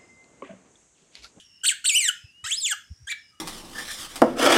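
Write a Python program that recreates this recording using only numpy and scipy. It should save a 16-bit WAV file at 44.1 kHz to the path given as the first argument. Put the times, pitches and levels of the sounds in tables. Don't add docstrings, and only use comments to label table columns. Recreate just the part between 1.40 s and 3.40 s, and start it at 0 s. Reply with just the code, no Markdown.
import sys
import numpy as np
from scipy import signal
from scipy.fft import rfft, irfft
from scipy.io import wavfile
from scipy.ndimage import uniform_filter1d, minimum_filter1d

SR = 44100
rng = np.random.default_rng(int(sys.argv[2]) if len(sys.argv) > 2 else 0)


def log_audio(samples):
    frames = np.atleast_2d(samples).T
    limited = np.clip(frames, -1, 1)
    pcm = np.round(limited * 32767).astype(np.int16)
    wavfile.write(sys.argv[1], SR, pcm)


N = 88200
T = np.arange(N) / SR
FREQS_HZ = np.arange(N + 1) * SR / (2 * N)


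def from_db(db):
    return 10 ** (np.asarray(db) / 20)


def unit_rms(x):
    return x / np.sqrt(np.mean(x ** 2) + 1e-20)


def at_hz(table, hz, column=1):
    table = np.array(table, float)
    return np.interp(np.log(np.maximum(hz, 1)), np.log(table[:, 0]), table[:, column])


def in_time(points):
    return np.interp(T, *np.transpose(points))


def gate(start_s, end_s, attack_s, release_s):
    return np.clip((T - start_s) / attack_s, 0, 1) * np.clip(1 - (T - end_s) / release_s, 0, 1)


def drift(rate_hz):
    lowpass = signal.butter(3, min(rate_hz, SR / 20), fs=SR / 8, output="sos")
    slow = signal.sosfilt(lowpass, rng.standard_normal(N // 4))
    return unit_rms(np.interp(np.arange(N, 2 * N) / 8, np.arange(N // 4), slow))


def shaped_noise(spectrum):
    white = rfft(rng.standard_normal(N), 2 * N)
    return unit_rms(irfft(white * from_db(at_hz(spectrum, FREQS_HZ)))[:N])


def noisy_tone(phase, width_hz):
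    return (drift(width_hz) * np.cos(phase) + drift(width_hz) * np.sin(phase)) / np.sqrt(2)


def swell(start_s, length_s, hz, peak_db):
    progress = np.clip((T - start_s) / length_s, 0, 1)
    envelope = np.sin(np.pi * progress ** 0.77) ** 2
    return from_db(peak_db) * envelope * np.sin(2 * np.pi * hz * (T - start_s))


def ringing(t60_s=0.23):
    # frequency in Hz, relative density in dB.
    spectrum = [(1000, -35), (1700, -6.5), (2200, -18.5), (3100, 8), (4300, -12), (7200, -5.5),
                (11000, -15.5), (13000, -45)]
    return from_db(-48.5) * 1000. ** (-T / t60_s) * shaped_noise(spectrum)


def room_noise():
    # frequency in Hz, relative density in dB.
    spectrum = [(25, -22.5), (60, -3), (95, 0), (300, -9.5), (500, -18), (1000, -20), (1800, -13),
                (4200, -20.5), (7000, -24), (12000, -30.5), (15000, -35.5)]
    return from_db(-68.5) * shaped_noise(spectrum)


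def shimmer(count=14, swing_db=0.5):
    span_hz = [4700, 10000]
    centres_hz = np.geomspace(*span_hz, count)
    centres_hz += np.gradient(centres_hz) * rng.random(count) / 2
    bands = 0
    for hz in centres_hz:
        gain = from_db(swing_db * drift(rate_hz=2)) / hz
        bands += gain * noisy_tone(2 * np.pi * hz * T, width_hz=70)
    return from_db(-70) * unit_rms(bands)


def whistles(fade_s=0.038):
    # start and end in seconds, start and end pitch in Hz, width in Hz, level in dB.
    glides = [(-0.66, 0.29, 3170, 2840, 124, -60.5), (.02, 0.24, 5640, 5260, 100, -56),
              (0.7, 0.96, 2500, 2740, 115, -56.5), (0.9, 1.16, 2770, 3100, 8.6, -53.5),
              (0.65, 0.93, 5300, 5080, 140, -56.5), (1.37, 1.6, 5100, 5300, 140, -61.5),
              (1.475, 1.684, 5450, 5740, 170, -60.5), (1.75, 1.94, 5460, 5030, 159, -56.5),
              (1.9, 2.03, 1260, 1244, 46, -61.5), (1.8, 2.05, 2870, 2910, 43, -65)]
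    sound = 0
    for start_s, end_s, start_hz, end_hz, width_hz, db in glides:
        phase = 2 * np.pi * np.cumsum(in_time([(start_s, start_hz), (end_s, end_hz)])) / SR
        core_share = np.exp(-width_hz / 25)
        core = np.sqrt(core_share) * np.sin(phase)
        breath = np.sqrt(1 - core_share) * noisy_tone(phase, width_hz)
        sound += from_db(db) * gate(start_s, end_s - fade_s, fade_s, fade_s) * (core + breath)
    return sound


def side_notes():
    # start and length in seconds, pitch in Hz, peak in dB.
    notes = [(0.214, 0.0074, 2900, -44), (1.325, 0.017, 821, -43), (1.702, 0.056, 2298, -29.5)]
    return sum(swell(*row) for row in notes)


def tract_db(hz, mouth_hz, peak_db=20.5, width_hz=785):
    # frequency in Hz, gain in dB.
    throat = [(900, -1), (1450, -6.5), (2200, -7.5), (3000, 3.5), (3600, -1.5), (4700, -11), (5800, -5.5),
              (9000, -13), (9700, -17), (10400, -13), (11100, -22.5), (11950, -17), (12600, -25),
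              (13350, -19.5), (15500, -36.5)]
    return at_hz(throat, hz) + peak_db * np.exp(-.5 * ((hz - mouth_hz) / width_hz) ** 2)


def hoarseness(edge_s=0.0026):
    # start and end in seconds, rasp in dB, half-tones in dB.
    stretches = [(.451, .458, -13, -13), (.55, .66, -28, -23), (1.04, 1.057, -18, -4),
                 (1.06, 1.128, -20, -14), (1.255, 1.28, -20, -20), (1.698, 1.727, -16, -14)]
    return sum(from_db(levels_db)[:, None] * gate(start_s, end_s, edge_s, edge_s)
               for start_s, end_s, *levels_db in stretches)


def squeal(pitch, loudness, level_db, tilt_db, jitter, rasp_db, dulling_s, mouth_hz, accent_db):
    harmonics_db = [9, 3.5, 1.5, 1, -6, -3.5, -7, -11.5, -6, -4]
    flatten_hz = [7700, 11000]
    # frequency in Hz, relative density in dB.
    hiss_spectrum = [(60, -7.5), (600, -5.5), (1600, -16.5), (3200, -2.5), (5500, 3), (11000, 2.5),
                     (15000, -11)]
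    attack_s, release_s, accent_s, hold_s = .004, .005, .015, 0.0091
    start_s, end_s = pitch[0][0], pitch[-1][0]
    hz = uniform_filter1d(in_time(pitch), size=130)
    roughness = (1710 / hz) ** 0.71
    hoarse, half_tones = hoarseness()
    shake = (jitter * roughness + 0.16 * hoarse) * drift(rate_hz=367)
    waver = .7 * jitter * roughness * drift(rate_hz=110)
    phase = 2 * np.pi * np.cumsum(hz * (1 + (shake + waver) / np.sqrt(2))) / SR
    dulling = np.clip((end_s - T) / dulling_s, 0, 1)
    closing_db = accent_db * gate(end_s - accent_s, end_s, attack_s, release_s)
    tone, power = 0, 0
    for k, db in enumerate(harmonics_db, 1):
        octaves = np.log2(k)
        source_db = db * np.interp(k * hz, flatten_hz, [1, 0]) + tilt_db * octaves
        source = from_db(source_db + closing_db * (k == 2)) * dulling ** octaves * (k * hz < SR * .4)
        flicker_db = 2.58 * octaves * drift(rate_hz=68)
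        gain = source * from_db(tract_db(k * hz, mouth_hz) + flicker_db)
        half_gain = source * half_tones * from_db(tract_db((k + .5) * hz, mouth_hz))
        rasp = (from_db(rasp_db) * roughness + hoarse) * k ** 0.19
        tone += gain * (np.sin(k * phase) + rasp * noisy_tone(k * phase, width_hz=650))
        tone += half_gain * noisy_tone((k + .5) * phase, width_hz=100)
        power += (gain ** 2 * (1 + rasp ** 2) + half_gain ** 2) / 2
    tone /= np.sqrt(uniform_filter1d(power, size=int(hold_s * SR)))
    hiss = from_db(-24) * shaped_noise(hiss_spectrum)
    voiced = gate(start_s - attack_s / 2, end_s, attack_s, release_s)
    return from_db(in_time(loudness) + level_db) * voiced * (tone + hiss)


def squeals():
    # time in seconds, pitch in Hz.
    pitches = [
        [(.235, 1410), (.242, 1688), (.245, 1378), (.252, 1585), (.259, 2776), (.263, 3648), (.269, 4400),
         (.275, 4494), (.281, 4163), (.29, 2976), (.298, 2250), (.316, 1689), (.326, 1520)],
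        [(.443, 1408), (.452, 1540), (.458, 2738), (.462, 3698), (.468, 4316), (.474, 4580), (.482, 4014),
         (.492, 3664), (.497, 2741), (.512, 2360), (.527, 2230), (.544, 2363), (.563, 3000), (.577, 3015),
         (.591, 2670), (.626, 2147), (.68, 1716), (.688, 1521), (.7, 1430)],
        [(1.041, 1260), (1.057, 1289), (1.08, 1770), (1.105, 2300), (1.12, 3160), (1.134, 3480), (1.158, 4202),
         (1.172, 5020), (1.183, 5150), (1.199, 4970), (1.212, 4130), (1.231, 3660), (1.244, 3598),
         (1.258, 3278), (1.268, 2626), (1.294, 1959), (1.327, 1500), (1.338, 1252)],
        [(1.671, 1664), (1.68, 1560), (1.696, 1970), (1.699, 2370), (1.714, 2340), (1.718, 1938), (1.727, 1699)],
    ]
    # time in seconds, level in dB.
    levels = [
        [(0.237, -30), (0.247, -24), (0.289, -15.5), (0.322, -29)],
        [(0.445, -28.5), (0.459, -20), (0.501, -16.5), (0.511, -24.5), (0.537, -25.5), (0.551, -17),
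         (0.579, -16), (0.623, -25.5), (0.661, -20), (0.673, -28.5), (0.689, -15), (0.698, -21.5)],
        [(1.043, -32), (1.065, -29.5), (1.099, -32), (1.121, -20.5), (1.145, -24.5), (1.165, -37), (1.187, -24),
         (1.199, -34), (1.257, -20), (1.293, -28), (1.323, -20), (1.338, -35.5)],
        [(1.672, -35.5), (1.686, -31), (1.697, -32.5), (1.704, -27.5), (1.724, -27.5)],
    ]
    # level offset in dB, tilt in dB/octave, relative pitch jitter, rasp in dB, final overtone
    # fade in seconds, mouth resonance in Hz, closing accent on harmonic 2 in dB.
    voices = [(0, 0.5, 0.012, -26, 0.0075, 8020, 0), (-0.64, 0.84, 0.0057, -30, 0.0059, 8000, 10.5),
              (-1.5, -1, 0.017, -31, 0.0082, 7700, -1), (-2.5, -4, 0.01, -19, 0.0013, 7900, 7.5)]
    return sum(squeal(pitch, loudness, *voice) for pitch, loudness, voice in zip(pitches, levels, voices))


def tiled_room(sound, early_db=-11, early_t60_s=0.071, first_wall_s=0.0036):
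    # frequency in Hz, tail gain in dB, T60 in seconds.
    tail = [(720, -35.5, 0.33), (1620, -2, 0.26), (2370, -7, 0.32), (2800, -13, 0.42), (3600, -10, 0.28),
            (5140, -9.5, 0.37), (7500, -16.5, 0.27), (14000, -14, 0.32)]
    edges_hz = np.geomspace(500, 17000, 13)
    tail_noise, early_noise = rng.standard_normal((2, 2 * N))[:, :N] * (T > first_wall_s)
    response = 0
    for low_hz, high_hz in zip(edges_hz, edges_hz[1:]):
        hz = np.sqrt(low_hz * high_hz)
        band = (FREQS_HZ >= low_hz) & (FREQS_HZ < high_hz)
        late = (at_hz(tail, hz), at_hz(tail, hz, column=2), tail_noise)
        early = (early_db, early_t60_s, early_noise)
        for db, t60_s, noise in (late, early):
            echoes = rfft(noise * 1000. ** (-T / t60_s), 2 * N)
            local_rms = np.sqrt(uniform_filter1d(np.abs(echoes) ** 2, size=400))
            response += from_db(db) * band * echoes / local_rms
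    return sound + signal.fftconvolve(sound, irfft(response)[:N // 2])[:N]


def bumps():
    # start and length in seconds, pitch in Hz, peak in dB.
    pulses = [(0.838, 0.026, 98, -40), (1.031, 0.033, 96, -44), (1.5, 0.045, 76, -33),
              (1.508, 0.02, 165, -45), (1.596, 0.059, 118.5, -48.5), (1.619, 0.051, 76, -46.5)]
    return sum(swell(*row) for row in pulses)


def scene():
    pup = squeals() + side_notes()
    background = whistles() + bumps() + ringing() + room_noise()
    return (tiled_room(pup) + background + shimmer())[None]


def record(dry):
    ceiling, window_s, cutoff_hz = .37, .004, 15700
    size = int(window_s * SR)
    needed_gain = ceiling / np.maximum(np.abs(dry), ceiling)
    gain = uniform_filter1d(minimum_filter1d(needed_gain, size), size)
    return signal.sosfilt(signal.ellip(10, .2, 80, cutoff_hz, fs=SR, output="sos"), dry * gain)


dry = scene()
out = record(dry)
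log_audio(out)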